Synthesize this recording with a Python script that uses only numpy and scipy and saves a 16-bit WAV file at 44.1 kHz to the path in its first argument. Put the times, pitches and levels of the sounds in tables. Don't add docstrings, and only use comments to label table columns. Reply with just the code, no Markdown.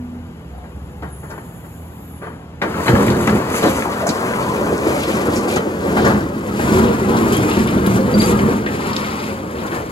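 import sys
import numpy as np
from scipy import signal
from scipy.fft import irfft, next_fast_len
from scipy.io import wavfile
from scipy.ndimage import uniform_filter1d, map_coordinates

SR = 44100
rng = np.random.default_rng(int(sys.argv[2]) if len(sys.argv) > 2 else 0)


def log_audio(samples):
    frames = np.atleast_2d(samples).T
    limited = np.clip(frames, -1, 1)
    pcm = np.round(limited * 32767).astype(np.int16)
    wavfile.write(sys.argv[1], SR, pcm)


N = 437031
T = np.arange(N) / SR
TOUCHDOWN_S = 2.62

# time_s, heap_load_db, teeth_pressure_db
SHOVE_FORCE = [(2.68, -26, -29.5), (2.84, -22, -20.5), (2.95, -15, -20.5), (3.33, -15.5, -20.5),
               (3.44, -23, -23), (3.7, -18, -20.5), (3.97, -26, -21.5), (4.35, -23, -22), (5.5, -21.5, -23),
               (5.8, -23.5, -28), (5.96, -13, -19), (6.11, -14, -22), (6.38, -24, -31), (6.55, -20.5, -26),
               (6.78, -9.5, -17), (7.0, -18, -23.5), (7.17, -13, -19.5), (7.38, -14.5, -20),
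               (7.7, -17.5, -22), (7.98, -14.5, -23), (8.38, -13, -20), (8.6, -20.5, -26),
               (9.49, -27.5, -30.5), (9.76, -25, -23), (9.9, -28, -31.5)]
# frequency_hz, density_db
HEAP_SPECTRUM = [(20, -34), (45, -40), (70, -4), (150, -5), (210, 1.5), (300, -2.5), (420, -4.5),
                 (560, -13.5), (1000, -63.5)]
TEETH_SPECTRUM = [(250, -28.5), (450, -2), (620, -5.5), (800, -8.5), (1050, -5), (1550, -10.5), (2000, -18),
                  (3500, -40.5)]
WOOD_SPECTRUM = [(1000, -18), (2300, 3.5), (3100, -5), (3900, -8), (5000, -7.5), (6000, -17.5),
                 (8500, -32.5)]
GRIT_SPECTRUM = [(3500, -92), (6000, 7.5), (7200, 5), (8400, 9), (10000, -0.5), (11500, 6), (13000, -5),
                 (16000, -30)]
# pitch_hz, level_db, t60_s
PANEL_MODES = [(127.4, -2, 0.51), (206.5, 12.5, 0.14), (365.7, 2, 0.23)]
# time_s, pitch_hz
PANEL_BEND = [(3.3, 208), (6.2, 206.8), (6.75, 218.2), (7.4, 218.8), (7.75, 203.7), (7.95, 190.8),
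              (8.15, 201.5), (8.45, 214.3)]
# start_s, level_db, t60_s
PANEL_SLAMS = [(2.89, -2.5, 0.19), (2.931, 3, 0.095), (3.075, -7, 0.28), (3.32, -5.5, 0.16),
               (4.085, -11.5, 0.15), (5.36, -7.5, 0.13), (5.559, 0.5, 0.066), (6.135, -3, 0.13),
               (6.72, -11, 0.17), (7.385, -11, 0.097), (7.565, -5, 0.25), (7.755, -5.5, .18),
               (7.865, -7, 0.13), (8.139, -1.5, 0.17), (8.191, -2, 0.12), (8.425, -7.5, 0.24)]
# start_s, length_s, wood_db, grit_db
CRUSHED_PIECES = [(2.821, 0.1, -29, -29), (2.968, 0.34, -40, -36), (3.476, 0.43, -32, -31),
                  (4.824, 0.44, -32, -36.5), (5.313, 0.089, -30.5, -31.5), (5.466, 0.13, -25.5, -31.5),
                  (6.54, 0.25, -33.5, -37.5), (7.314, 0.079, -27, -30), (7.43, 0.24, -30.5, -37.5),
                  (7.84, 0.15, -34.5, -36), (8.163, 0.18, -30, -28.5), (8.658, 0.7, -32, -40.5),
                  (9.542, 0.09, -36, -58)]
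# start_s, level_db, t60_s
STEEL_KNOCKS = [(.637, -34, 0.13), (1.021, -24, 0.22), (1.229, -31.5, 0.27), (1.296, -30.5, 0.59),
                (1.377, -22, 0.043), (1.638, -33, 0.13), (2.214, -26.5, 0.47), (2.265, -29, 0.062),
                (2.614, -13, 0.28), (2.857, -15.5, 0.35), (2.883, -10.5, 0.09), (3.271, -10, 0.12),
                (3.626, -12.5, 0.32), (3.847, -25, 0.082), (4.063, -17, 0.15), (5.561, -9, 0.12),
                (5.966, -10, 0.18), (6.044, -10.5, 0.49), (6.592, -11, 0.087), (9.716, -16.5, 0.14)]
# frequency_hz, density_db
KNOCK_SPECTRUM = [(50, -38), (150, 9), (450, 10), (900, 7.5), (1600, 6), (2300, -5.5), (4000, -25),
                  (8000, -27), (16000, -33)]
# pitch_hz, level_db, t60_s
STEEL_MODES = [(444, 2, 0.15), (925, -3, 0.38), (1620, -3, 0.15), (1783, -9.5, 0.2), (3070, -5, 0.12),
               (4310, -14.5, .1)]
# start_s, level_db, centre_hz, t60_s
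BRIGHT_CLICKS = [(1.021, -46, 3500, .05), (1.303, -42, 5600, .11), (2.617, -18.5, 1750, 0.11),
                 (2.618, -26.5, 3300, .07), (2.742, -22, 1550, .07), (2.861, -17, 1690, 0.033),
                 (2.88, -10.5, 1760, 0.051), (2.882, -30, 3960, 0.089), (2.952, -15.5, 1690, 0.038),
                 (3.081, -16, 1690, 0.033), (3.102, -20, 3320, 0.031), (3.273, -23, 7200, 0.025),
                 (3.274, -14, 1990, 0.032), (3.293, -14, 1500, 0.04), (3.296, -24, 4200, 0.022),
                 (3.54, -20, 1680, .04), (3.628, -25, 1200, 0.083), (3.63, -23, 3250, 0.094),
                 (3.823, -15, 1820, 0.022), (4.068, -23, 6700, 0.18), (4.09, -18, 4800, 0.065),
                 (4.336, -15, 1600, .02), (4.779, -28.5, 6500, 0.032), (5.035, -21, 2800, .04),
                 (5.153, -28, 6500, .03), (5.36, -27, 5650, 0.19), (5.56, -21.5, 5600, 0.054),
                 (6.05, -27.5, 5530, 0.15), (6.884, -23, 2480, .03), (7.369, -20, 9500, 0.016),
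                 (7.514, -22, 2600, .04), (7.674, -28, 8900, .02), (7.675, -25.5, 2400, 0.19),
                 (7.863, -26, 3100, .06), (7.865, -25, 10500, 0.054), (8.215, -25, 3580, 0.14),
                 (8.391, -21, 2235, 0.059), (8.662, -18.5, 1750, 0.15), (8.932, -21.5, 4350, 0.023),
                 (8.965, -12.5, 3900, 0.018), (9.046, -25, 2260, 0.06)]
# start_s, length_s, level_db
SHELL_GROANS = [(2.855, 0.59, -22.5), (3.618, 0.073, -17), (4.312, 1.65, -22.5), (5.825, 0.26, -19)]
# frequency_hz, density_db
SHELL_SPECTRUM = [(180, -41), (290, 6), (380, 5.5), (560, 4), (680, -1.5), (850, -7), (1500, -69)]
# start_s, length_s, centre_hz, level_db
EDGE_SCRAPES = [(3.594, 0.13, 3860, -32), (4.952, 0.23, 3870, -38), (5.888, 0.29, 3730, -37),
                (6.69, 0.34, 2450, -36), (7.074, 0.15, 900, -21.5), (7.315, 0.061, 3500, -35.5),
                (7.467, 0.15, 950, -28), (7.477, 0.12, 2560, -31), (8.267, 0.16, 1020, -27),
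                (8.496, 1, 1080, -28)]
# start_s, length_s, pitch_hz, level_db, jitter_hz
METAL_SQUEAKS = [(.49, 0.21, 720, -46.5, 7), (2.86, 0.047, 4080, -32, 90), (3.844, 0.044, 940, -23, 90),
                 (4.001, 0.14, 635, -23.5, 53), (4.26, 0.36, 998, -27.5, 47), (7.324, 0.03, 3074, -32, 60),
                 (7.346, 0.037, 3270, -30, 65), (8.136, 0.02, 4690, -26, 15),
                 (8.192, 0.02, 4660, -24, 14.8), (8.221, 0.052, 4680, -30, 15)]
# multiple, level_db
ENGINE_ORDERS = [(2, -39.5), (3, -42.5), (4, -40.5), (5, -54), (6, -60), (7, -53)]
# frequency_hz, density_db
CLATTER_SPECTRUM = [(20, -49), (42, -4.5), (70, -0.5), (105, -6), (210, -1), (280, -6.5), (400, -9.5),
                    (650, -14.5), (820, -13), (1100, -17), (1600, -22), (2200, -26), (3000, -28),
                    (4300, -36.5), (8000, -41), (16000, -101)]
# start_s, length_s, pitch_hz, level_db, glide_hz_per_s
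MOTOR_RUNS = [(-0.59, 1, 246.5, -31, -2.5), (-.1, 0.47, 84.5, -32.5, 2), (0.36, 0.99, 69, -35, 7),
              (0.76, 0.65, 150, -44, -3), (.55, 1.85, 110, -46, 0), (0.24, 1.5, 495, -53, -0.5),
              (1.5, 3, 280, -50, -0.5), (1.25, 1.39, 80, -47, -6.5)]
# time_s, whistle_hz, whistle_db, rush_db
VALVE_FLOW = [(.5, 11300, -80, -61), (1.06, 11160, -68, -57), (1.13, 10700, -43.5, -54),
              (1.22, 10500, -55, -50), (1.4, 11400, -61, -51), (1.75, 12350, -55, -52),
              (1.9, 12550, -56, -55), (2.03, 12200, -50, -54), (2.15, 11200, -51, -54),
              (2.28, 10400, -59, -58), (2.5, 10400, -78, -64)]
# frequency_hz, density_db
RUSH_SPECTRUM = [(3000, -23), (5500, -18), (6800, 10), (9500, 1.5), (11500, 12), (12600, 3),
                 (14500, -10)]
# time_s, lead_samples
LEFT_LEAD = [(0, 5), (3.2, 4.5), (5.2, 8), (7, 10), (9.9, 11.5)]
# frequency_hz, level_db
LEFT_TILT = [(400, -.5), (650, 0), (1000, 7), (1600, 4.5), (2100, 2), (2800, 5.5), (4000, 1.5),
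             (7000, -0.5)]
# frequency_hz, level_db
DIFFUSE_SHARE = [(100, -17.5), (250, -25.5), (600, -4), (2500, -9), (4500, -3.5), (7000, -8), (16000, -85)]


def shove(hollow=0.75, boom_from_db=-16, steel=0.12, moan_db=-9, twig_db=-8):
    load_db, teeth_db = follow(SHOVE_FORCE)
    heap_db = 20 * np.log10(np.hypot(amp(load_db), slams()))
    wood_gain, grit_gain = crushing(teeth_db)
    stick_slip = wander(12.6)
    sway, judder = amp(0.5 * stick_slip), amp(1.08 * stick_slip)
    clumps = amp(1.5 * wander(27))
    thuds = unit(colour(grains(per_s=1500, spread_db=1.5), HEAP_SPECTRUM))
    boom = unit(flex(ring(grains(per_s=900, spread_db=3), PANEL_MODES)))
    ringing = hollow * amp(heap_db - boom_from_db)
    heap = (thuds + ringing * boom) / np.sqrt(1 + ringing ** 2) * sway
    bites = grains(per_s=3200, spread_db=0.5) * judder
    teeth = unit(colour(bites, TEETH_SPECTRUM)) + steel * unit(ring(bites, STEEL_MODES))
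    fibres = grains(per_s=6000, spread_db=-0.5) * judder * clumps
    timber = unit(colour(fibres, WOOD_SPECTRUM)) + amp(twig_db) * twigs()
    grit = colour(grains(per_s=5000, spread_db=3.2) * judder * clumps, GRIT_SPECTRUM)
    layers = [(heap, amp(heap_db)), (teeth, amp(teeth_db)), (boards(), amp(load_db + moan_db)),
              (timber, wood_gain), (grit, grit_gain)]
    contact = np.clip((T - TOUCHDOWN_S) / 0.011, 0, 1) * sticking()
    return contact * sum(gain * unit(layer) for layer, gain in layers)


def slams(rise_s=0.0075):
    return pulses(PANEL_SLAMS, rise_s)


def crushing(pressure_db, wood_db=-11.5, growth_db_per_s=0.05, grit_db=-16):
    wood, grit = np.zeros(N), np.zeros(N)
    for start_s, length_s, piece_wood_db, piece_grit_db in CRUSHED_PIECES:
        swell = signal.windows.tukey(int(length_s * SR), 0.33)
        add(wood, start_s, amp(piece_wood_db) * swell)
        add(grit, start_s, amp(piece_grit_db) * swell)
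    caught_db = wood_db + growth_db_per_s * (T - TOUCHDOWN_S)
    return np.hypot(wood, amp(pressure_db + caught_db)), np.hypot(grit, amp(pressure_db + grit_db))


def flex(x):
    pitch_hz, = follow(PANEL_BEND)
    rest_hz = PANEL_MODES[1][0]
    return map_coordinates(x, [np.cumsum(pitch_hz / rest_hz)], order=1, mode="mirror")


def sticking(depth_db=3, hold_s=0.026):
    stuck = np.zeros(N)
    catch = np.clip(np.linspace(0, 2, int(2 * hold_s * SR)), 0, 1)
    for start_s, *_ in STEEL_KNOCKS:
        add(stuck, start_s - 2 * hold_s, catch)
    return amp(-depth_db * uniform_filter1d(stuck, size=128))


def boards(low_hz=290, high_hz=590, t60_s=0.26, rise_s=0.012, glide=0.062, range_db=6, count=130):
    out, t = np.zeros(N), np.arange(SR // 3) / SR
    envelope = (1 - np.exp(-t / rise_s)) * decay(t, t60_s)
    for k, (when, pitch, size, bend) in enumerate(rng.random((count, 4))):
        onset_hz = low_hz * (high_hz / low_hz) ** pitch
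        hz = onset_hz * (1 + glide * (2 * bend - 1) * t / t60_s)
        add(out, (k + when) / count * N / SR, amp(range_db * size) * envelope * np.sin(phase_of(hz)))
    return unit(out)


def twigs(low_hz=1600, high_hz=4800, t60_s=0.061, range_db=8, count=800):
    out = np.zeros(N)
    for when, pitch, size in rng.random((count, 3)):
        centre_hz = low_hz * (high_hz / low_hz) ** pitch
        add(out, when * N / SR, amp(range_db * size) * click(centre_hz, t60_s, width=0.57))
    return unit(out)


def knocks(steel=0.19, rise_s=0.004):
    contacts = pulses(STEEL_KNOCKS, rise_s) * grains(per_s=5000, spread_db=0.5)
    return colour(contacts, KNOCK_SPECTRUM) + steel * ring(contacts, STEEL_MODES)


def clicks():
    out = np.zeros(N)
    for start_s, level_db, centre_hz, t60_s in BRIGHT_CLICKS:
        add(out, start_s, amp(level_db) * click(centre_hz, t60_s))
    return out


def click(centre_hz, t60_s, width=0.65, spread_db=3, spike=5):
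    t = np.arange(SR // 5) / SR
    burst = rng.standard_normal(len(t)) * amp(spread_db * rng.exponential(1, len(t)).clip(0, 4))
    burst[0] = spike
    envelope = decay(t, t60_s)
    piece = resonance(burst * envelope, centre_hz, width)
    return piece * np.linalg.norm(envelope) / np.linalg.norm(piece)


def groans(judder_db=4):
    envelope = np.zeros(N)
    for start_s, length_s, level_db in SHELL_GROANS:
        add(envelope, start_s, amp(level_db) * signal.windows.tukey(int(length_s * SR), 0.34))
    slips = grains(per_s=640, spread_db=0) * amp(judder_db * wander(19))
    return envelope * unit(colour(slips, SHELL_SPECTRUM))


def scrapes(chatter_db=1.5):
    out = np.zeros(N)
    slips = grains(per_s=2500, spread_db=1.5) * amp(chatter_db * wander(55))
    for start_s, length_s, centre_hz, level_db in EDGE_SCRAPES:
        stroke = slips[int(start_s * SR):][:int(length_s * SR)]
        rub = unit(resonance(stroke, centre_hz, width=0.68))
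        add(out, start_s, amp(level_db) * rub * signal.windows.tukey(len(rub), 0.89))
    return out


def squeaks(roughness=0.54, flutter_hz=150):
    out, drift, shake = np.zeros(N), wander(flutter_hz), wander(flutter_hz)
    for start_s, length_s, pitch_hz, level_db, jitter_hz in METAL_SQUEAKS:
        n, at = int(length_s * SR), int(start_s * SR)
        tone = np.sqrt(2) * np.sin(phase_of(pitch_hz + jitter_hz * drift[at:at + n]))
        envelope = (1 + roughness * shake[at:at + n]) * signal.windows.tukey(n, 0.5)
        add(out, start_s, amp(level_db) * tone * envelope)
    return out


def engine(half_firing_hz=41.72, clatter_db=-37, throb=0.096, waver=0.0047):
    phase = phase_of(half_firing_hz * (1 + waver * wander(2.73)))
    hum = np.zeros(N)
    for multiple, level_db in ENGINE_ORDERS:
        strength = amp(level_db) * (1 + 0.2 * wander(5))
        hum += strength * np.sin(multiple * phase + rng.uniform(0, 2 * np.pi))
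    clatter = colour(rng.standard_normal(N) * (1 + throb * np.cos(2 * phase)), CLATTER_SPECTRUM)
    return hum + amp(clatter_db) * unit(clatter)


def motors(wobble_hz=1.04, roughness=0.32):
    out = np.zeros(N)
    for start_s, length_s, pitch_hz, level_db, glide_hz_per_s in MOTOR_RUNS:
        n = int(length_s * SR)
        hz = pitch_hz + glide_hz_per_s * (T[:n] - length_s / 2) + wobble_hz * wander(6)[:n]
        envelope = (1 + roughness * wander(6)[:n]) * signal.windows.tukey(n, 0.51)
        add(out, start_s, amp(level_db) * np.sqrt(2) * np.sin(phase_of(hz)) * envelope)
    return out


def valve(width_hz=450, seat_hz=10970, seat_db=-10, sputter_db=0.7):
    whistle_hz, whistle_db, rush_db = follow(VALVE_FLOW)
    whistle = unit(hiss(phase_of(whistle_hz), width_hz))
    seat = amp(seat_db) * hiss(2 * np.pi * seat_hz * T, width_hz / 6)
    rush = unit(colour(rng.standard_normal(N), RUSH_SPECTRUM))
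    sputter = amp(sputter_db * wander(40))
    return amp(whistle_db) * whistle + amp(rush_db) * unit((rush + seat) * sputter)


def echoes(x, t60_s, delay_s, count=4, per_s=3000):
    out, t = np.zeros(N), np.arange(SR // 3) / SR
    paths = np.array([wander(16.5) for _ in range(count)])
    for share in paths / np.linalg.norm(paths, axis=0):
        arrivals = rng.choice([-1, 1], len(t)) * (rng.random(len(t)) < per_s / SR)
        out += convolve(x * share, arrivals * (t > delay_s) * decay(t, t60_s))
    return out


def ports(direct, diffuse, treble_lead_samples=-10, cross_hz=6600, detour_rad=0.68, detour_hz=1700):
    hz, t, (direct, diffuse) = signal.stft(np.array([direct, diffuse]), SR, nperseg=1024, noverlap=768)
    hz = hz[:, None]
    lead = np.interp(t, *np.transpose(LEFT_LEAD))
    phase = 2 * np.pi * np.where(hz < cross_hz, hz * lead, (hz - cross_hz) * treble_lead_samples) / SR
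    phase += detour_rad * np.exp(-2 * np.log((hz + 1) / detour_hz) ** 2)
    share, tilt = gain_at(DIFFUSE_SHARE, hz), gain_at(LEFT_TILT, hz)
    left = (direct + share * diffuse) * tilt
    right = (direct - share * diffuse) * np.exp(-1j * phase)
    pair = np.array([left, right]) / np.sqrt((1 + share ** 2) * (1 + tilt ** 2) / 2)
    return signal.istft(pair, SR, nperseg=1024, noverlap=768)[1][:, :N]


def amp(db):
    return 10 ** (np.asarray(db) / 20)


def unit(x):
    return x / np.sqrt(np.mean(x ** 2) + 1e-20)


def decay(t, t60_s):
    return np.exp(-np.log(1000) * t / t60_s)


def phase_of(hz):
    return 2 * np.pi * np.cumsum(hz) / SR


def gain_at(spectrum, hz):
    points_hz, level_db = np.transpose(spectrum)
    return amp(np.interp(np.log(hz + 1), np.log(points_hz + 1), level_db))


def follow(rows):
    time_s, *columns = np.transpose(rows)
    return [np.interp(T, time_s, column) for column in columns]


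def add(mix, start_s, sound):
    start = round(start_s * SR)
    sound, part = sound[max(-start, 0):], mix[max(start, 0):]
    part[:len(sound)] += sound[:len(part)]


def pulses(events, rise_s):
    force, t = np.zeros(N), np.arange(SR // 2) / SR
    for start_s, level_db, t60_s in events:
        add(force, start_s, amp(level_db) * (1 - np.exp(-t / rise_s)) * decay(t, t60_s))
    return force


def wander(rate_hz):
    size = next_fast_len(N, True)
    bins = np.arange(min(int(3 * rate_hz * size / SR), size // 2))
    draw = np.random.default_rng(rng.integers(2 ** 32)).standard_normal((len(bins), 2))
    rolloff = np.exp(-(bins * SR / size / rate_hz) ** 2)
    return unit(irfft((draw[:, 0] + 1j * draw[:, 1]) * rolloff, size)[:N])


def hiss(phase, width_hz):
    return wander(width_hz) * np.cos(phase) + wander(width_hz) * np.sin(phase)


def grains(per_s, spread_db):
    size = amp(spread_db * np.minimum(rng.exponential(1, N), 4.5))
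    return unit(size * rng.choice([-1, 1], N) * (rng.random(N) < per_s / SR))


def convolve(x, response):
    return signal.oaconvolve(x, response / np.linalg.norm(response))[:N]


def colour(x, spectrum):
    log_gain = np.log(gain_at(spectrum, abs(np.fft.fftfreq(8192, 1 / SR))))
    response = np.fft.ifft(np.exp(np.conj(signal.hilbert(log_gain))))
    return convolve(x, response.real[:4096])


def ring(x, modes):
    t = np.arange(SR // 2) / SR
    body = sum(amp(db) * decay(t, t60_s) * np.sin(2 * np.pi * hz * t) for hz, db, t60_s in modes)
    return convolve(x, body)


def resonance(x, centre_hz, width):
    b, a = signal.iirpeak(centre_hz, 1 / width, fs=SR)
    return signal.lfilter(b, a, signal.lfilter(b, a, x))


def scene(shove_db=-1.18, echo_db=-13):
    machine = engine() + valve() + motors()
    work = amp(shove_db) * shove() + groans() + knocks() + clicks() + scrapes() + squeaks()
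    direct = machine + work
    far_echoes = amp(echo_db) * echoes(work, t60_s=0.73, delay_s=0.022)
    diffuse = echoes(direct, t60_s=0.091, delay_s=0.001)
    return ports(direct + far_echoes, diffuse)


def record(dry, low_cut_hz=46, ceiling=0.95, high_cut_hz=15850):
    thin = signal.sosfilt(signal.butter(3, low_cut_hz, "high", fs=SR, output="sos"), dry)
    rounded = thin / (1 + abs(thin / ceiling) ** 8) ** (1 / 8)
    low_pass = signal.firwin(511, high_cut_hz, window=("kaiser", 9), fs=SR)
    return signal.oaconvolve(rounded, low_pass[None], "same")


dry = scene()
out = record(dry)
log_audio(out)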